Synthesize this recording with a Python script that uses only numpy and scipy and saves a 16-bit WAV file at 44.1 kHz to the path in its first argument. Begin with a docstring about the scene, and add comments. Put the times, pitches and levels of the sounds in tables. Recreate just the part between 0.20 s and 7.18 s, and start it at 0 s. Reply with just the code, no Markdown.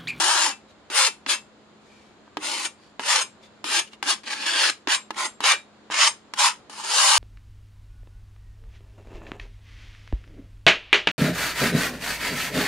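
"""In a small quiet room with a low hum, a steel painting knife spreads wet paint over a stretched canvas.
Fourteen uneven strokes are heard close by. Small drum-like taps come from decaying sines and noise.
The rasp is clicks and noise, coloured by the cloth wherever the blade is, with a buzz from the threads.
The steel rings faintly after it lifts: a few decaying, unsteady sines. Faint swishes are filtered rasp."""
import sys
import numpy as np
from scipy import signal
from scipy.fft import rfft, irfft, next_fast_len
from scipy.io import wavfile

SR = 44100
rng = np.random.default_rng(int(sys.argv[2]) if len(sys.argv) > 2 else 0)


def put_to_file(sound):
    """Save the sound as 16-bit audio at rate SR, in the file named by the first command-line argument."""
    columns = np.atleast_2d(sound).T  # one column per channel
    safe = np.clip(columns, -1, 1)
    whole_steps = np.round(safe * 32767)
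    wavfile.write(sys.argv[1], SR, whole_steps.astype(np.int16))


N = 307818  # length of the scene in samples


def amp(db):
    """Turn decibels into a gain."""
    return 10 ** (np.asarray(db) / 20)


def unit(x):
    """Scale to rms 1."""
    return x / np.sqrt(np.mean(x ** 2))


def walk(n, rate):
    """Smooth chance with rms 1 that changes about rate times a second."""
    knots = rng.standard_normal(4096)
    return unit(np.interp(np.arange(n) / SR * rate, np.arange(len(knots)), knots))


def colour(x, points, bumps=()):
    """Filter by a curve of (pitch_hz, level_db) plus broad bumps (pitch_hz, width_octaves, level_db)."""
    size = next_fast_len(x.shape[-1] + 2048)
    octave = np.log2(np.maximum(np.arange(size // 2 + 1) * SR / size, 1))
    hz, db = np.transpose(points)
    curve = np.interp(octave, np.log2(hz), db)
    for centre, width, rise in bumps:
        curve = curve + rise * np.exp(-.5 * ((octave - np.log2(centre)) / width) ** 2)
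    spectrum = rfft(x, size) * amp(curve)
    return irfft(spectrum, size)[..., :x.shape[-1]]


def fade(t60, size):
    """A decay of 60 dB in t60 seconds."""
    return np.exp(-np.log(1000) * np.arange(size) / SR / t60)


def ring(hz, t60, size):
    """One struck mode: a sine that dies away."""
    return np.sin(2 * np.pi * hz * np.arange(size) / SR) * fade(t60, size)


def scatter(t60, size):
    """Dense dying reflections of unit energy, different at each ear."""
    tail = rng.standard_normal((2, size)) * fade(t60, size)
    return unit(tail) / np.sqrt(size)


def add(out, x, start):
    """Mix x into out from a given sample on."""
    start = max(int(start), 0)
    n = min(x.shape[-1], out.shape[-1] - start)
    out[:, start:start + n] += x[..., :n]


HUM_HZ = 213.5  # centre of the wavering pitch
AIR_DB, HUM_DB = -55, -62  # levels before their slow wavering
# spectrum of the room air, only its shape matters: pitch_hz, level_db
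AIR_SPECTRUM = [(25, -19), (60, -3), (130, -1), (300, 3.5), (600, -0.5), (1300, -5), (2000, -10.5),
                (2350, -13), (2800, -14), (4200, -15), (5500, -23), (7400, -20.5), (10000, -38.5),
                (13000, -49.5)]


def air():
    """Quiet room noise, more alike at both ears in the bass, and a slightly wavering hum."""
    mid = colour(rng.standard_normal(N), AIR_SPECTRUM)
    side = colour(rng.standard_normal(N), AIR_SPECTRUM)
    side = colour(side, [(60, -6.0), (270, -9), (1200, -5.0), (4000, 0.5)])
    noise = (mid + side * np.array([[1], [-1]])) / np.std(mid) * amp(AIR_DB)
    noise_waver = amp(.6 * walk(N, 3))
    hum_phase = 2 * np.pi * np.cumsum(HUM_HZ + 1.5 * walk(N, 9)) / SR
    hum = np.sin(hum_phase) * amp(2 * walk(N, 7))
    return noise * noise_waver + np.sqrt(2) * amp(HUM_DB) * hum


def room(x, room_db=-19, t60=0.23, size=16384):
    """A small furnished room answers shortly after the direct sound."""
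    gap = SR // 150  # samples before the first reflection
    walls = np.pad(scatter(t60, size), ((0, 0), (gap, 0)))
    return amp(room_db) * signal.fftconvolve(x, walls, axes=1)[:, :N]


def weave(n, catches_per_s=4500, spread_db=3, smear_db=-2, judder_db=0.9, judder_rate=380):
    """The edge catches on threads in tiny clicks, wet paint smears between them, and the blade judders."""
    caught = rng.random(n) < catches_per_s / SR
    catches = caught * rng.choice([-1, 1], n) * amp(spread_db * rng.standard_normal(n))
    smear = amp(smear_db) * rng.standard_normal(n)
    return (unit(catches) + smear) * amp(judder_db * walk(n, judder_rate))


def travel(x, cloth_t60=0.043, echo_db=-2, size=5120):
    """Waves bounce across the cloth; their pattern changes as the contact point slides along."""
    out, hop = np.zeros((2, len(x))), size // 2
    for centre in range(0, len(x) + hop, hop):
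        start = max(centre - hop, 0)
        at = np.arange(start, min(centre + hop, len(x)))
        piece = x[at] * np.cos(np.pi * (at - centre) / size)  # overlapping pieces blend the patterns
        bounces = scatter(cloth_t60, size=1024)
        add(out, signal.fftconvolve(piece[None], bounces, axes=1), start)
    return x + amp(echo_db) * out


def scrape(n):
    """Tip and heel of the edge rasp separately; the ears differ most in the bass and are most alike near 1 kHz."""
    tip = travel(weave(n))
    mid, side = tip.mean(axis=0), (tip[0] - tip[1]) / 2
    heel = amp(-2.5) * weave(n)
    side = colour(side + heel, [(300, 3.5), (1000, -6.0), (2500, -3.0), (8000, -0.5)])
    return mid + side * np.array([[1], [-1]])


# moments when the blade barely grazes the paint: middle_s, length_s, level_db (before fading in and out),
# resonance_hz
SKIMMING_MOMENTS = [(0.503, 0.084, -59.5, 3980), (1.77, 0.49, -59, 2330), (2.651, 0.22, -59.5, 4515),
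                    (3.249, 0.093, -53, 3580), (3.679, 0.044, -49.5, 2880), (3.735, 0.075, -50, 2870)]


def grazes():
    """Faint swishes as the blade skims the surface between strokes."""
    out = np.zeros((2, N))
    for middle_s, length_s, level_db, resonance_hz in SKIMMING_MOMENTS:
        n = int(length_s * SR)
        swish = colour(scrape(n), [(500, -17), (2400, 4.5), (7500, -2.5), (12000, -21.0)],
                       [(resonance_hz, .06, 10)])
        add(out, unit(swish) * np.hanning(n) * amp(level_db), (middle_s - length_s / 2) * SR)
    return out


# the whole canvas as a slack drum, strength before each tap's own: pitch_hz, level_db
DRUM_MODES = [(184, -18.5), (295, -2), (370, -6.5), (460, -18.5)]
# shorter waves in the canvas: pitch_hz, level_db, t60_s
CANVAS_MODES = [(835, -7, 0.055), (924, 10, 0.0081), (1300, -6, 0.032), (1610, -8.5, 0.046),
                (2150, -5.5, 0.012), (2890, -11.5, 0.05)]
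# the blade lands or knocks, 2 ms after start_s: start_s, peak_db, drum_db (before the common drum gain),
# drum_t60_s, tick_db (edge tick, before the common tick gain), snap_db (treble bump of the tick)
LANDINGS = [(.698, -25.5, -16, .08, -11, -1), (1.061, -18, -10.5, 0.048, -9.5, -8),
            (2.076, -41, -13, 0.045, -37, -3), (2.168, -13, -17, .1, -20.5, -0.5),
            (2.793, -17, -23, .075, -20, -3), (3.44, -16, -17.5, .083, -10, 3.5),
            (3.731, -33.5, -10, .05, 1, -1), (3.825, -12.8, -29, 0.075, -19.5, 4.5),
            (4.037, -37, -11, 0.062, -24, -3), (4.671, -12, -2, 0.035, -9, -6),
            (4.904, -19, -27, .085, -22, 1), (5.203, -17.5, -25.5, .13, -19.5, 4),
            (5.699, -23.5, -23.5, 0.11, -25.5, 0), (6.135, -19, -28.5, .09, -11, 6.5),
            (6.495, -30, -20, .056, -18, 12), (6.798, -11, -28, .09, -21, 0)]


def taps(drum_gain_db=19, tick_gain_db=14, tick_t60=0.033, drum_rise_s=0.0084, size=8192):
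    """The landing blade thumps the cloth like a slack drum, with a short steel tick on top."""
    out = np.zeros((2, N))
    swell = 1 - np.exp(-np.arange(size) / SR / drum_rise_s)  # the whole cloth takes a moment to move
    no_bass = signal.butter(2, 160, "high", fs=SR, output="sos")
    for start_s, peak_db, drum_db, drum_t60, tick_db, snap_db in LANDINGS:
        drum = [(hz, mode_db + drum_db + drum_gain_db, drum_t60) for hz, mode_db in DRUM_MODES]
        modes = drum + CANVAS_MODES
        detune = 1 + 0.045 * rng.standard_normal(len(modes))
        place_db = 2.3 * rng.standard_normal(len(modes))  # each spot favours other modes
        cloth = 0
        for k, (hz, mode_db, t60) in enumerate(modes):
            rise = swell if k < len(drum) else 1
            sign = (-1) ** k
            cloth = cloth + amp(mode_db + place_db[k]) * rise * sign * ring(hz * detune[k], t60, size)
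        tick = colour(rng.standard_normal((2, size)) * fade(tick_t60, size),
                      [(300, -20.5), (1000, 12.5), (3500, 11.0), (5500, 4.5), (11000, -13)],
                      [(9500, 0.61, snap_db)])
        # the taps carry no deep bass
        tap = signal.sosfilt(no_bass, cloth + amp(tick_db + tick_gain_db) * tick)
        peak = np.abs(tap.mean(axis=0)).max()
        add(out, tap / peak * amp(peak_db), (start_s + 0.002) * SR)
    return out


# modes of the free steel blade, in four families (bending, twisting, tip, upper modes), each a list of:
# pitch_hz, level_db, t60_s
BLADE_FAMILIES = [
    [(2363, 0, .16), (2934, -12, .14), (3774, -16, .26)],
    [(2657, 0, .14)],
    [(7556, 0, .22)],
    [(5065, -7, .11), (6481, -2, .12), (8175, -4, .12), (8890, -4, .11), (9590, -12, .11),
     (10480, -12, .12)],
]


def blade(since_lift, family_db, lift_s=0.02, waver_hz=10, waver_db=1.6):
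    """Wet paint damps the steel until it lifts; then it rings briefly, unsteady in the hand."""
    n, out = len(since_lift), 0
    freed = np.exp(np.minimum(since_lift, 0) / lift_s)
    for family, level_db in zip(BLADE_FAMILIES, family_db):
        for hz, db, t60 in family:
            cycles = np.cumsum(hz + waver_hz * walk(n, 90)) / SR
            phase = 2 * np.pi * (cycles + rng.random((2, 1)) / 3)  # each ear has its own phase
            decay = np.exp(-np.log(1000) * np.maximum(since_lift, 0) / t60)
            out = out + np.sin(phase) * decay * amp(level_db + db + waver_db * walk(n, 69.3))
    return np.sqrt(2) * freed * out


def threads(hz, overtone_db=-7, uneven_db=3):
    """The edge bumps over unevenly spaced threads: a rough buzz whose pitch follows the speed."""
    phase = 2 * np.pi * np.cumsum(hz * (1 + .08 * walk(len(hz), 160))) / SR
    tone = np.sin(phase) + amp(overtone_db) * np.sin(2 * phase)
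    return unit(tone * amp(uneven_db * walk(len(hz), 119.8)))


def cloth_resonance(t, hz, glide_hz_per_s, width_hz=130, drift=0.04):
    """Cloth between blade and frame rings in a narrow band that slides and comes in patches."""
    n = len(t)
    phase = 2 * np.pi * np.cumsum((hz + glide_hz_per_s * t) * (1 + drift * walk(n, 14))) / SR
    patches = amp(3.5 * walk(n, 25))
    band = walk(n, width_hz) * np.cos(phase) + walk(n, width_hz) * np.sin(phase)
    return unit(band * patches)


# moments when the edge sticks and breaks free in mid-stroke: middle_s, jump_db (change in level)
STICKING_MOMENTS = [(2.472, 4), (2.962, 5.5), (3.028, 3), (4.134, 3), (4.214, -3), (4.343, 1.5),
                    (4.501, 6.5), (4.947, 7), (5.061, -2), (5.241, 6.5), (5.723, 3), (5.744, 6.5),
                    (6.191, 1), (6.537, 0.5), (6.586, -1), (6.646, 2)]


def snags(width_s=0.004):
    """Gain of the strokes: it jumps for a moment wherever the edge sticks and breaks free."""
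    t = np.arange(N) / SR
    jumps_db = 0
    for middle_s, jump_db in STICKING_MOMENTS:
        jumps_db = jumps_db + jump_db * np.exp(-np.minimum(((t - middle_s) / width_s) ** 2, 20))
    return amp(jumps_db)


FLICK_S = 0.0097  # half-width of the flick as the blade leaves


def effort(t, length, level_db, swell_s, swell_db, ease_db, flick_db):
    """Level of a stroke in dB: it swells smoothly, eases off towards the end and leaves with a flick."""
    rising = np.cos(np.pi / 2 * np.minimum(t / swell_s, 1)) ** 2
    easing = np.clip((t - swell_s) / max(length - swell_s, 1 / SR), 0, 1) ** 2
    flick = np.exp(-((t - length) / FLICK_S) ** 2)
    return level_db - swell_db * rising - ease_db * easing + flick_db * flick


RELEASE_DB_PER_S = 426  # how fast the rasp dies after the stroke
# the blade skips unevenly, most of all while it touches lightly (the second is per 10 dB below full effort)
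SKIP_DB, LIGHT_SKIP_DB, SKIPS_PER_S = -0.24, 0.97, 91
# the edge crosses the threads faster the harder it is pushed; above OUTRUN_HZ it hardly drives the drum
THREAD_RATE_DB_PER_DB, OUTRUN_HZ = 0.24, 470
PAN_LEFT_DB, PAN_RIGHT_DB = 1, -2.5  # left minus right level at the left and right edges of the canvas
LEFT_LAG_MS = -0.046  # delay of the left ear at the left edge; negative means it hears first
# spectrum of steel on painted weave, only its shape matters: pitch_hz, level_db
RASP_SPECTRUM = [(110, -75.5), (190, -42.5), (300, -12), (450, -20), (600, -8.5), (720, -12.5), (830, 1),
                 (1050, 1.5), (1400, 0), (2300, -0.5), (3000, 0.5), (5500, -1), (9800, -7), (11900, -25)]


def stroke(t, effort_db, length, lie, rasp_db=0.36, thread_chop_db=1.0):
    """A rasp coloured by the lie of the blade; faster sliding is louder, brighter and higher in pitch."""
    (place, drum, frame, cloth, flex, hiss, steel_low, steel_middle, steel_high, bright_per_db,
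     top_hz, buzz_db, resonance_hz, glide_hz_per_s, resonance_db, *ring_db) = lie
    level_db = effort_db - RELEASE_DB_PER_S * np.maximum(t - length, 0)
    slack_db = np.maximum(level_db - effort_db.max(), -20)  # 0 at full effort, negative below it
    skip_db = SKIP_DB - LIGHT_SKIP_DB * slack_db / 10
    level_db = level_db + skip_db * walk(len(t), SKIPS_PER_S) * (t < length)
    thread_hz = top_hz * amp(THREAD_RATE_DB_PER_DB * slack_db)
    buzz = threads(thread_hz)
    bumps = [(296, 1.0, drum), (520, 0.32, frame), (910, 0.54, cloth), (9100, 0.81, hiss)]
    # the flexing blade adds a resonance between two antiresonances
    bumps += [(1646, 0.089, flex), (1440, 0.084, -flex / 2), (2040, 0.15, -flex / 2)]
    # pressed into the paint, the steel has three broad resonances
    bumps += [(2970, 0.066, steel_low), (4500, 0.067, steel_middle), (6340, 0.3, steel_high)]
    chopped = scrape(len(t)) * amp(thread_chop_db * np.tanh(buzz))
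    rasp = colour(chopped, RASP_SPECTRUM, bumps)
    rasp = rasp / np.std(rasp.mean(axis=0))
    treble = colour(rasp, [(1500, -31.5), (4000, -5)])
    bass = colour(rasp, [(400, 6.5), (640, -26)])
    drum_drive = 1 / (1 + (thread_hz / OUTRUN_HZ) ** 6)
    rasp = rasp + treble * (amp(bright_per_db * slack_db) - 1) + bass * (drum_drive - 1)
    pressed = np.clip((length - t) / FLICK_S, 0, 1)  # the cloth resonates only under the blade
    resonance = pressed * cloth_resonance(t, resonance_hz, glide_hz_per_s)
    rasp = rasp + amp(buzz_db) * buzz + amp(resonance_db) * resonance
    lag = int(round(LEFT_LAG_MS * (1 - place) * SR / 1000))
    rasp[0] = np.roll(rasp[0], lag)
    pan_db = PAN_LEFT_DB + place * (PAN_RIGHT_DB - PAN_LEFT_DB)
    pan = amp(np.array([[pan_db], [-pan_db]]) / 2)
    return pan * (amp(level_db + rasp_db) * rasp + blade(t - length, ring_db))


# one row per stroke; levels in dB are relative settings that the later steps build on:
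#   effort: start_s, length_s, level_db, swell_s, swell_db (depth), ease_db (easing off), flick_db (closing flick)
#   lie of the blade: place (0 left - 1 right), drum_db, frame_db, cloth_db, flex_db (blade), hiss_db (edge)
#   pressed steel: steel_low_db, steel_middle_db, steel_high_db (resonances), bright_per_db (treble dB per effort dB)
#   pitch: top_hz (fastest thread rate), buzz_db, resonance_hz (cloth), glide_hz_per_s, resonance_db
#   ring of the steel at lift-off: bending_db, twisting_db, tip_db, upper_db
SHAPED_STROKES = [ (0, 0.33, -21, 0.25, -1, 16, 1,   .11, 3, 3, 6, 3, 2,   4, -1.5, 2, 0.68,   340, -18.5, 1048, -600, -10.5,   -49, -43, -56, -65),
                  (.702, .17, -18, .082, 14.5, 3, 2,   .1, -2.5, 6.5, 0, -3, 2.5,   1, -0.5, -1, 0.74,   542, -18.5, 1193, 799.5, -20,   -34, -32, -53, -44),
                  (1.067, 0.076, -19.5, .035, 19, 5.5, -.5,   .12, -5, 8, -5.5, 2.5, 0,   -4, -2, -2.5, .78,   388, -22.5, 1244, 0, -15,   -43, -30, -44, -36),
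                  (2.188, 0.27, -28.5, 0.0644, 20, 2.5, 6,   .32, 8.5, 0.5, -1, -5, 2.5,   2.5, 0.5, -0.5, 0.59,   327, -25.5, 979, 7, -18,   -41, -46, -44, -36),
                  (2.801, .22, -19, .11, 16.5, 8, 3.5,   0.53, 6, -0.5, 0, -1.5, 0.5,   1.5, -2, 1, 1,   616.4, -21, 980, -500, -22,   -39, -49, -41, -32),
                  (3.448, .15, -21, 0.1215, 9.5, 5, 4.5,   0.29, 8.5, -5.5, -6, 6, -1.5,   0.5, -2, -1, .7,   348, -23.5, 897, 3, -15.5,   -40, -36, -46, -35),
                  (3.837, .1, -19.5, 0.064, 16, 8.5, 3,   0.41, 8, -6, -3.5, 5.5, -3.5,   3, 1, 2.5, 0.82,   352, -22, 1602, -2, -19,   -54, -50, -51, -42),
                  (4.683, 0.071, -19, 0.049, 6, 5, 2.5,   0.69, 0, -2, 2, 3.5, -4,   0.5, 0.5, 0.5, 0.85,   608, -32, 1817, -1500, -8,   -35, -44, -34.5, -31),
                  (4.929, 0.1306, -27, 0.0654, 25.5, 2.5, 5,   .84, 8, -1.5, 2, -9.5, 0.5,   1, -1, -1, .6,   388, -21, 1076, 299, -9.5,   -52, -52, -35.5, -35),
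                  (5.212, .11, -17, .05, 19.5, 0, .5,   0.56, 4, 5, 0, 0.5, -4.5,   0.5, -1.5, -0.5, .78,   590, -21.5, 1005, 0.5, -13,   -22.5, -46, -40, -31.5),
                  (5.709, .17, -15.5, 0.12, 14, 6, 4.5,   0.79, -2, 2.5, 0, -0.5, -8,   1.5, 0.5, 6.5, 0.8,   780, -29.5, 988, 1301, -17,   -40.5, -45, -37.5, -25),
                  (6.15, .13, -17, 0.053, 28.5, -1, -2,   0.69, -2.5, -3, 5.5, 1, 1.5,   1, -1.5, 2, 0.85,   659, -27.5, 1024, -900, -14,   -47, -34.5, -51, -40),
                  (6.498, .54, -16, 0.34, 27, 3.5, 2,   0.63, 8, -4.5, 5, 0.5, 4.5,   5.5, 4, 1, .25,   580, -26, 801, 851, -14.5,   -53, -53, -50, -52),
                  ]
# the one long scrape, pushed along in surges: time_s, level_db (rasp, before skips, snags and later steps)
SCRAPE_SURGES = [(4.034, -39.5), (4.056, -44.5), (4.062, -34.5), (4.098, -34), (4.107, -28), (4.133, -29.5),
                 (4.145, -31), (4.187, -34.5), (4.216, -29.5), (4.255, -30), (4.268, -23), (4.334, -25.5),
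                 (4.435, -18.5), (4.489, -22), (4.501, -26.5)]
# one row for the long scrape, with the columns of a stroke from place to upper_db, same units
SCRAPE_LIE = (0.58, 2, 4.5, -6, 7, -6.5,   1.5, 2, 1.5, 0.4,   375.5, -24.5, 1689.5, 57.5, -13.5,   -43.5,
              -55.5, -43, -40.5)


def strokes():
    """Thirteen strokes of one swelling and easing shape, and the long scrape pushed along in surges."""
    out = np.zeros((2, N))
    t = np.arange(SR * 3 // 4) / SR
    for start_s, length, level_db, swell_s, swell_db, ease_db, flick_db, *lie in SHAPED_STROKES:
        effort_db = effort(t, length, level_db, swell_s, swell_db, ease_db, flick_db)
        add(out, stroke(t, effort_db, length, lie), start_s * SR)
    time_s, surge_db = np.transpose(SCRAPE_SURGES)
    effort_db = np.interp(time_s[0] + t, time_s, surge_db)
    add(out, stroke(t, effort_db, time_s[-1] - time_s[0], SCRAPE_LIE), time_s[0] * SR)
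    return out * snags()


def thin_bass(x, edge_hz=490, loud_db=-18, follow=1.0, order=8, size=1024):
    """The bass thins out while the sound is loud: a low cut slides up with each side's own level."""
    hz, _, frames = signal.stft(x, SR, nperseg=size)
    level = np.sqrt(np.sum(np.abs(frames) ** 2, axis=1, keepdims=True))
    edge = edge_hz * (level / amp(loud_db)) ** follow
    gain = 1 / np.sqrt(1 + (edge / np.maximum(hz, 1)[:, None]) ** (2 * order))
    return signal.istft(frames * gain, SR, nperseg=size)[1][:, :N]


def scene():
    """Knife and canvas in the room; the treble reaches the left side more directly."""
    contact = grazes() + taps() + strokes()
    shade = np.array([(350, -2.0), (1100, 0.5), (3000, 0.47), (6500, 2.5), (11500, 3.0)])  # pitch_hz, left_db
    left = colour(contact[0], shade)
    right = colour(contact[1], shade * [1, -1])  # the opposite gain
    near = np.array([left, right])
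    return air() + room(near) + near


TOP_HZ = 12100  # the sound is cut above this
# narrow dips in the treble: pitch_hz, width_hz
TREBLE_DIPS = [(5900, 260), (7850, 300)]


def record(dry):
    """The bass thins under loud sounds, the treble has two narrow dips, and the top is cut steeply."""
    dry = thin_bass(dry)
    for hz, width in TREBLE_DIPS:
        dry = signal.lfilter(*signal.iirnotch(hz, hz / width, fs=SR), dry)
    top_cut = signal.ellip(8, .2, 70, TOP_HZ, fs=SR, output="sos")
    return signal.sosfilt(top_cut, dry)


dry = scene()
out = record(dry)
put_to_file(out)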